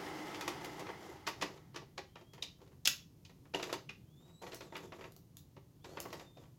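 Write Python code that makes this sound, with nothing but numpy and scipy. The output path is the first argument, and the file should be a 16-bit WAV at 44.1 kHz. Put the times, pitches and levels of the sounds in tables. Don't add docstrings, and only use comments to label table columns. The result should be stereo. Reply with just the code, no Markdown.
import sys
import numpy as np
from scipy import signal
from scipy.fft import rfft, irfft
from scipy.io import wavfile
from scipy.ndimage import uniform_filter1d

SR = 44100
rng = np.random.default_rng(int(sys.argv[2]) if len(sys.argv) > 2 else 0)


def wav_out(sig):
    wavfile.write(sys.argv[1], SR, np.round(np.clip(np.atleast_2d(sig).T, -1, 1) * 32767).astype(np.int16))


N = 290177
TIME = np.arange(N) / SR


def undb(db):
    return 10 ** (np.asarray(db) / 20)


def unit(x):
    return x / np.sqrt(np.mean(x ** 2))


def curve(rows, axis=1):
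    rows = np.array(rows)
    return np.interp(TIME, rows[:, 0], rows[:, axis])


def across(points, hz):
    f, value = np.transpose(points)
    return np.interp(np.log(hz + 1e-9), np.log(f), value)


def noise(colour, size=N):
    # (frequency [Hz], correlation [-1 to 1])
    likeness = [(60, 0.95), (350, 0.91), (700, 0.62), (1400, 0.28), (3000, 0.2), (5000, -0.055),
                (15000, 0.023)]
    hz = np.fft.rfftfreq(size, 1 / SR)
    if size < N:
        mid, side = np.exp(2j * np.pi * rng.random((2, len(hz))))
    else:
        mid, side = rfft(rng.standard_normal((2, size)))
    like = np.clip(across(likeness, hz), -.99, .99)
    mid = mid * np.sqrt(1 + like)
    side = side * np.sqrt(1 - like)
    left_right = np.array([mid + side, mid - side])
    return unit(irfft(left_right * undb(across(colour, hz)), size))


def walk(rate):
    hold = int(SR / rate)
    steps = np.repeat(rng.standard_normal(N // hold + 1), hold)
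    smooth = uniform_filter1d(uniform_filter1d(steps, hold), hold)
    return unit(smooth[:N])


def tone(hz, width_hz):
    wander = walk(2 * width_hz) + 1j * walk(2 * width_hz)
    carrier = np.exp(2j * np.pi * np.cumsum(hz * np.ones(N)) / SR)
    return unit(np.real(wander * carrier))


def ring(x, modes):
    return sum(undb(db) * signal.lfilter(*signal.iirpeak(hz, hz / width, SR), x) for hz, width, db in modes)


def grains(rate, spread_db, length_s):
    size_db = spread_db * np.minimum(rng.standard_normal(N), 2)
    slips = (rng.random(N) < rate / SR) * undb(size_db) ** 2
    power = signal.lfilter([1], [1, -np.exp(-2 / (length_s * SR))], slips)
    return unit(np.sqrt(power))


def blows(table, attack_s, crack_s, clack_s, thud_s, tilt_db, gain_db, size=4096):
    # (frequency [Hz], level [dB per Hz])
    contact_colour = [(100, -21.5), (230, -7.5), (330, 0), (600, -1), (1100, 2.5), (1500, -2.5),
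                      (2700, 1.5), (3500, 1), (5000, 2.5), (6800, 1.5), (7500, -2), (8400, -8),
                      (9400, -5.5), (11500, -2.5), (15500, -6)]
    thud_hz, clack_hz = 850, 1880
    light_db_per_octave = 13
    out = np.zeros((2, N + size))
    t = np.arange(size) / SR
    hz = np.fft.rfftfreq(size, 1 / SR)[1:]
    splits = [signal.butter(2, f, fs=SR, output="sos") for f in (900, 3400)]
    slope = across(contact_colour, hz) + tilt_db * np.log2(np.maximum(hz, thud_hz / 2) / clack_hz)
    for s, level_db, thud_db, contact_ms in table:
        lows_hz = thud_hz * 2 ** (max(-thud_db, 0) / light_db_per_octave)
        extra_thud = thud_db / (1 + (hz / lows_hz) ** 6)
        dullness = 10 * np.log10(1 + (hz * contact_ms / 1000) ** 4)
        colour = slope + extra_thud - dullness
        burst = noise(np.c_[hz, colour], size=size) * np.sqrt(np.mean(undb(colour) ** 2))
        low, dull = (signal.sosfiltfilt(split, burst) for split in splits)
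        thud = low * np.exp(-t / thud_s)
        clack = (dull - low) * np.exp(-t / clack_s)
        crack = (burst - dull) * np.exp(-t / crack_s)
        start = int(s * SR)
        onset = 1 - np.exp(-t / attack_s)
        out[:, start:start + size] += undb(level_db + gain_db) * (thud + clack + crack) * onset
    return out[:, :N]


def rumble():
    # (frequency [Hz], level [dB per Hz])
    rumble_colour = [(15, -37.5), (25, -16), (92, 1), (153, 4), (217, -8), (301, -8), (591, -23),
                     (1100, -27), (1400, -32.5), (1700, -33.5), (3430, -32.5), (6740, -31.5), (8140, -36.5),
                     (14800, -32.5), (16000, -38)]
    return noise(rumble_colour) * undb(-60 + .5 * walk(1.0))


def coasting_motor():
    # (frequency [Hz], level [dB per Hz])
    coast_colour = [(88, -30), (150, -2.5), (254, -4.5), (309, 5), (545, -5.5), (854, -1.5), (1020, -4),
                    (1560, -8), (2060, -3), (2450, -13.5), (3040, -9), (3920, -15.5), (5150, -13),
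                    (8070, -24), (16000, -29.5)]
    # (frequency [Hz], width [Hz], level [dB])
    ducts = [(291.3, 5.3, -5), (364, 15, -2), (816, 81, 1), (1290, 53, 0.5), (2120, 153.7, -30),
             (3100, 130, -41)]
    # (frequency [Hz], level against the air noise [dB], waver width [Hz])
    hum_tones = [(305, -11, 16), (843, -14, 36)]
    start_db, fade_db_per_s2 = -44.5, 9
    whine_hz, whine_db, whine_fade_share, stop_s = 2046, -61.5, 0.26, 1.6
    fade_db = -fade_db_per_s2 * TIME ** 2
    air = noise(coast_colour) * undb(.8 * walk(30))
    hum = sum(undb(db) * tone(hz, width) for hz, db, width in hum_tones)
    whine_level = undb(whine_db + whine_fade_share * fade_db)
    stopping = np.sqrt(np.maximum(1 - TIME / stop_s, 0))
    whine = tone(whine_hz, width_hz=80) * whine_level * stopping
    return (unit(air + ring(air, ducts)) + hum) * undb(start_db + fade_db) + whine


def effort():
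    # (start [s], length [s], level [dB])
    pushes = [(0, 0.45, -54), (0.6, 0.21, -51.5), (1.001, 0.13, -53.5), (1.273, 0.3, -58.5),
              (2.164, 0.024, -65), (2.33, 0.13, -65.5), (2.579, 0.15, -69.5), (3.312, 0.245, -79.5),
              (3.561, 0.14, -49.5), (4.198, 0.12, -67.5), (4.414, 0.13, -50), (4.599, 0.073, -58.5),
              (4.728, 0.13, -55), (4.93, .13, -56.5), (5.838, 0.38, -56), (6.359, 0.085, -64)]
    attack_s, release_s = 0.0074, 0.033
    push = np.zeros(N)
    for s, length, db in pushes:
        build_up = np.clip((TIME - s) / attack_s, 0, 1)
        let_go = np.exp(-np.maximum(TIME - s - length, 0) / release_s)
        push += undb(db) * build_up * let_go
    return push


def rattles(push, count=80):
    scatter_db, thud_db, contact_ms = 0.5, -1, 0.34
    when, strength, softness = rng.random((count, 3)).T
    push_db = 20 * np.log10(push[(when * N).astype(int)] + 1e-9)
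    level_db = push_db + scatter_db * (2 * strength - 1)
    return list(zip(when * N / SR, level_db, np.full(count, thud_db), contact_ms * (.5 + softness)))


def ringing_parts(table, size=10000):
    out = np.zeros(N + size)
    t = np.arange(size) / SR
    for s, hz, db, decay_s in table:
        detune, phase = rng.uniform(-1, 1, size=(2, 5, 1))
        cluster = np.sin(2 * np.pi * hz * (1 + .04 * detune) * t + np.pi * phase).sum(axis=0)
        envelope = (1 - np.exp(-t * hz)) * np.exp(-t / decay_s)
        start = int(s * SR)
        out[start:start + size] += undb(db - 4.5) * unit(cluster) * envelope
    return out[:N]


def shell():
    # (time [s], level before gain_db [dB], extra thud [dB], contact time [ms])
    knock_table = [(0.345, -41.5, -13, 0.19), (0.409, -39.5, -7, .08), (0.478, -36, 0, 0.084),
                   (0.645, -44, -6, 0.043), (0.794, -46.5, 2, .07), (0.809, -52.5, 9.5, 0.38),
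                   (0.867, -48, 1, 0.28), (0.890, -41.5, 0.5, 0.4), (1.267, -35, -11.5, 0.2),
                   (1.273, -35.5, -2.5, 0.11), (1.285, -44.5, 3.5, .02), (1.413, -36, -10, 0.19),
                   (1.422, -35, -1, 0.12), (1.428, -40, 4.5, 0.18), (1.744, -52, 0.5, 0.17),
                   (1.76, -41.5, -2.5, 0.15), (1.818, -60.5, 11.5, 0.23), (1.978, -40.5, 0.5, 0.18),
                   (2.156, -49.5, -1, 0.3), (2.211, -63.5, 11.5, 0.13), (2.334, -55.5, -4, 0.045),
                   (2.379, -58.5, 4, 0.23), (2.424, -34.5, -17, 0.16), (2.615, -64, 13, 0.13),
                   (3.25, -50, -18, 0.18), (3.295, -61, 0, .15), (3.454, -62, -1, 0.37),
                   (3.538, -35.5, -10.5, 0.36), (3.546, -38, 5.5, 0.14), (3.596, -44.5, 6, 0.23),
                   (3.627, -36.5, -6, 0.12), (3.694, -42.5, -1, 0.44), (3.727, -36, 1.5, 0.095),
                   (3.893, -43.5, -9.5, 0.23), (4.279, -71, 2, 0.092), (4.465, -47.5, -4, 0.26),
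                   (4.519, -44.5, -12, 0.3), (4.607, -48, -0.5, 0.17), (4.723, -49, 1.5, 0.42),
                   (4.754, -38.5, -6.5, 0.37), (4.765, -47.5, -9, 0.048), (4.921, -46, 0, 0.35),
                   (4.968, -49, -29, 0.62), (5.009, -45.5, -8, 0.41), (5.04, -45.5, -5.5, 0.4),
                   (5.565, -57.5, 8, 0.29), (5.844, -51, -1, 0.17), (5.971, -40, -4.5, 0.41),
                   (6.052, -44, 3.5, 0.6), (6.128, -46, 1, 0.033), (6.196, -52, -2, 0.12),
                   (6.37, -62, 10, .2)]
    # (delay [s], level against the blow [dB])
    bounces = [(-.003, -18.5), (0, 0), (.011, -7)]
    # (frequency [Hz], level [dB per Hz])
    scrape_colour = [(120, -31.5), (200, 2), (236, -7.5), (334, 4.5), (500, 0), (1350, -10), (2290, -19.5),
                     (3490, -15), (4200, -19), (7270, -16), (8580, -32), (11900, -21), (16000, -40)]
    # (frequency [Hz], width [Hz], level [dB])
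    shell_modes = [(311.3, 38, -1), (391.5, 47, -3.5), (486, 44, 6), (651, 30, 4.5), (920, 40, 5.5),
                   (1130, 40, -8.5), (1940, 140, 5.5), (2423, 46, 6), (2740, 17, -28.5), (3826, 12, 4.5),
                   (4890, 230, -3.5), (5540, 230, -15.5), (6230, 71, -39)]
    # (frequency [Hz], level against the thud [dB], decay [s])
    body_modes = [(198.7, -15.5, .022), (376, -6, .017), (1070, -11.5, 0.0076)]
    # (time [s], pitch [Hz], level before a fixed trim [dB], decay [s])
    loose_parts = [(0.411, 1323, -37.5, 0.008), (2.424, 3690, -29.5, 0.0029), (3.546, 2850, -24.5, 0.004),
                   (3.88, 206.6, -51, 0.067), (3.893, 2557, -36, 0.0055), (3.891, 2740, -45, .008)]

    push = effort()
    contacts = [(s + delay_s, db + bounce_db, thud, contact)
                for s, db, thud, contact in knock_table for delay_s, bounce_db in bounces]
    knocks = blows(contacts + rattles(push), attack_s=0.0011, crack_s=0.0049, clack_s=0.0094,
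                   thud_s=0.0096, tilt_db=-2.0, gain_db=12)
    slips = grains(rate=240, spread_db=0.5, length_s=0.0093)
    scrape = noise(scrape_colour) * slips * push * undb(-2)
    body = [(s, hz, db + thud + mode_db, decay_s)
            for s, db, thud, _ in knock_table for hz, mode_db, decay_s in body_modes]
    direct = knocks + scrape
    return direct + undb(-10) * ring(direct, shell_modes) + ringing_parts(body + loose_parts)


def pivot():
    # (time [s], pitch [Hz])
    squeaks = [
        [(2.08, 3050), (2.17, 3250), (2.23, 3120), (2.3, 3300), (2.4, 3150), (2.58, 3080)],
        [(4.07, 3050), (4.105, 3310), (4.26, 3810), (4.37, 3890), (4.465, 4320), (4.52, 4100), (4.62, 4250),
         (4.695, 3550), (4.75, 3650), (4.82, 3430), (4.87, 3580), (4.91, 3250)],
        [(5.8, 3000), (5.85, 3780), (5.92, 4420), (6.02, 4470), (6.14, 4190), (6.2, 3720), (6.31, 3600),
         (6.4, 3450), (6.46, 3130)],
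    ]
    swing_levels = [2, -1.5, -3.5]
    # (frequency [Hz], level
    # against the fundamental [dB])
    octave_levels = [(6400, -44.5), (7300, -8), (7850, -5.5), (8200, -12)]
    squeak_db, flutter_db = -66.5, 2.5
    rest_hz, swell_hz = 2930, 850
    judder = .02
    out = np.zeros(N)
    for rows, swing_db in zip(squeaks, swing_levels):
        hz = curve(rows)
        slowing = uniform_filter1d(1. * (np.gradient(hz) < 0), size=2000)
        waver = 1 + .009 * walk(500) + judder * slowing * walk(28)
        phase = 2 * np.pi * np.cumsum(hz * waver) / SR
        moving = uniform_filter1d(1. * ((TIME > rows[0][0]) & (TIME < rows[-1][0])), size=600)
        swell = np.tanh(np.maximum(hz - rest_hz, 0) / swell_hz)
        strength = swell * undb(swing_db) * undb(squeak_db + flutter_db * walk(45))
        octave = undb(across(octave_levels, 2 * hz) + 2.5 * walk(24))
        out += moving * strength * (np.sin(phase) + octave * np.sin(2 * phase))
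    return out


def switch():
    # (time [s], level before gain_db [dB], extra thud [dB], contact time [ms])
    snap_table = [(2.851, -42, -22.5, 0.17), (2.855, -29.5, -16.5, 0.16), (2.8615, -37.5, -13, 0.28),
                  (2.8738, -27.5, -7.5, 0.098)]
    # (frequency [Hz], width [Hz], level [dB])
    spring = [(1940, 35, -1), (2690, 14, 0), (2810, 16, -1), (3385, 45, -2), (3840, 45, -2), (4932, 25, 1),
              (5140, 25, 0), (5700, 60, -1), (6625, 40, 0)]
    snaps = blows(snap_table, attack_s=0.00025, crack_s=0.004, clack_s=.005,
                  thud_s=0.0047, tilt_db=1, gain_db=14.5)
    return snaps + undb(1.5) * ring(snaps, spring)


def thin_ticks():
    # (time [s], level before gain_db [dB], extra thud [dB], contact time [ms])
    tick_table = [(4.545, -43.5, -7, 0.093), (5.121, -60.5, 8, .04), (5.164, -58.5, 15, 0.028),
                  (5.369, -51, -8.5, .02), (6.002, -42.5, 15, .02)]
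    return blows(tick_table, attack_s=0.00042, crack_s=0.0018, clack_s=0.0019,
                 thud_s=0.007, tilt_db=3.5, gain_db=8.5)


def room(x, gap_s, size=24000):
    # (frequency [Hz], time to fall by 60 dB [s])
    decay_times = [(150, 0.37), (500, 0.29), (1200, 0.25), (2800, 0.27), (5500, 0.29), (9000, 0.18),
                   (15000, 0.27)]
    t, hz = np.arange(size) / SR, np.fft.rfftfreq(size, 1 / SR)
    spectrum = rfft(noise([(20, 0), (20000, 0)], size=size))
    centres = np.array(decay_times)[:, 0]
    tail = 0
    for (_, t60), share in zip(decay_times, np.eye(len(decay_times))):
        band = irfft(spectrum * across(np.c_[centres, share], hz), size)
        tail = tail + band * np.exp(-np.log(1000) * t / t60)
    build_up = 1 - np.exp(-(t / gap_s) ** 2)
    tail = unit(tail * build_up) / np.sqrt(size)
    return signal.fftconvolve(x, tail, axes=1)[:, :N]


def scene():
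    body, squeak, snap, ticks = shell(), pivot(), switch(), thin_ticks()
    into_room = undb(-6) * body + undb(-5.5) * snap + undb(-2.0) * ticks + undb(-3.0) * squeak
    reflections = room(into_room, gap_s=0.0045)
    return rumble() + coasting_motor() + body + squeak + snap + ticks + reflections


def record(dry):
    return signal.sosfiltfilt(signal.ellip(8, .1, 60, 16000, fs=SR, output="sos"), dry)


dry = scene()
out = record(dry)
wav_out(out)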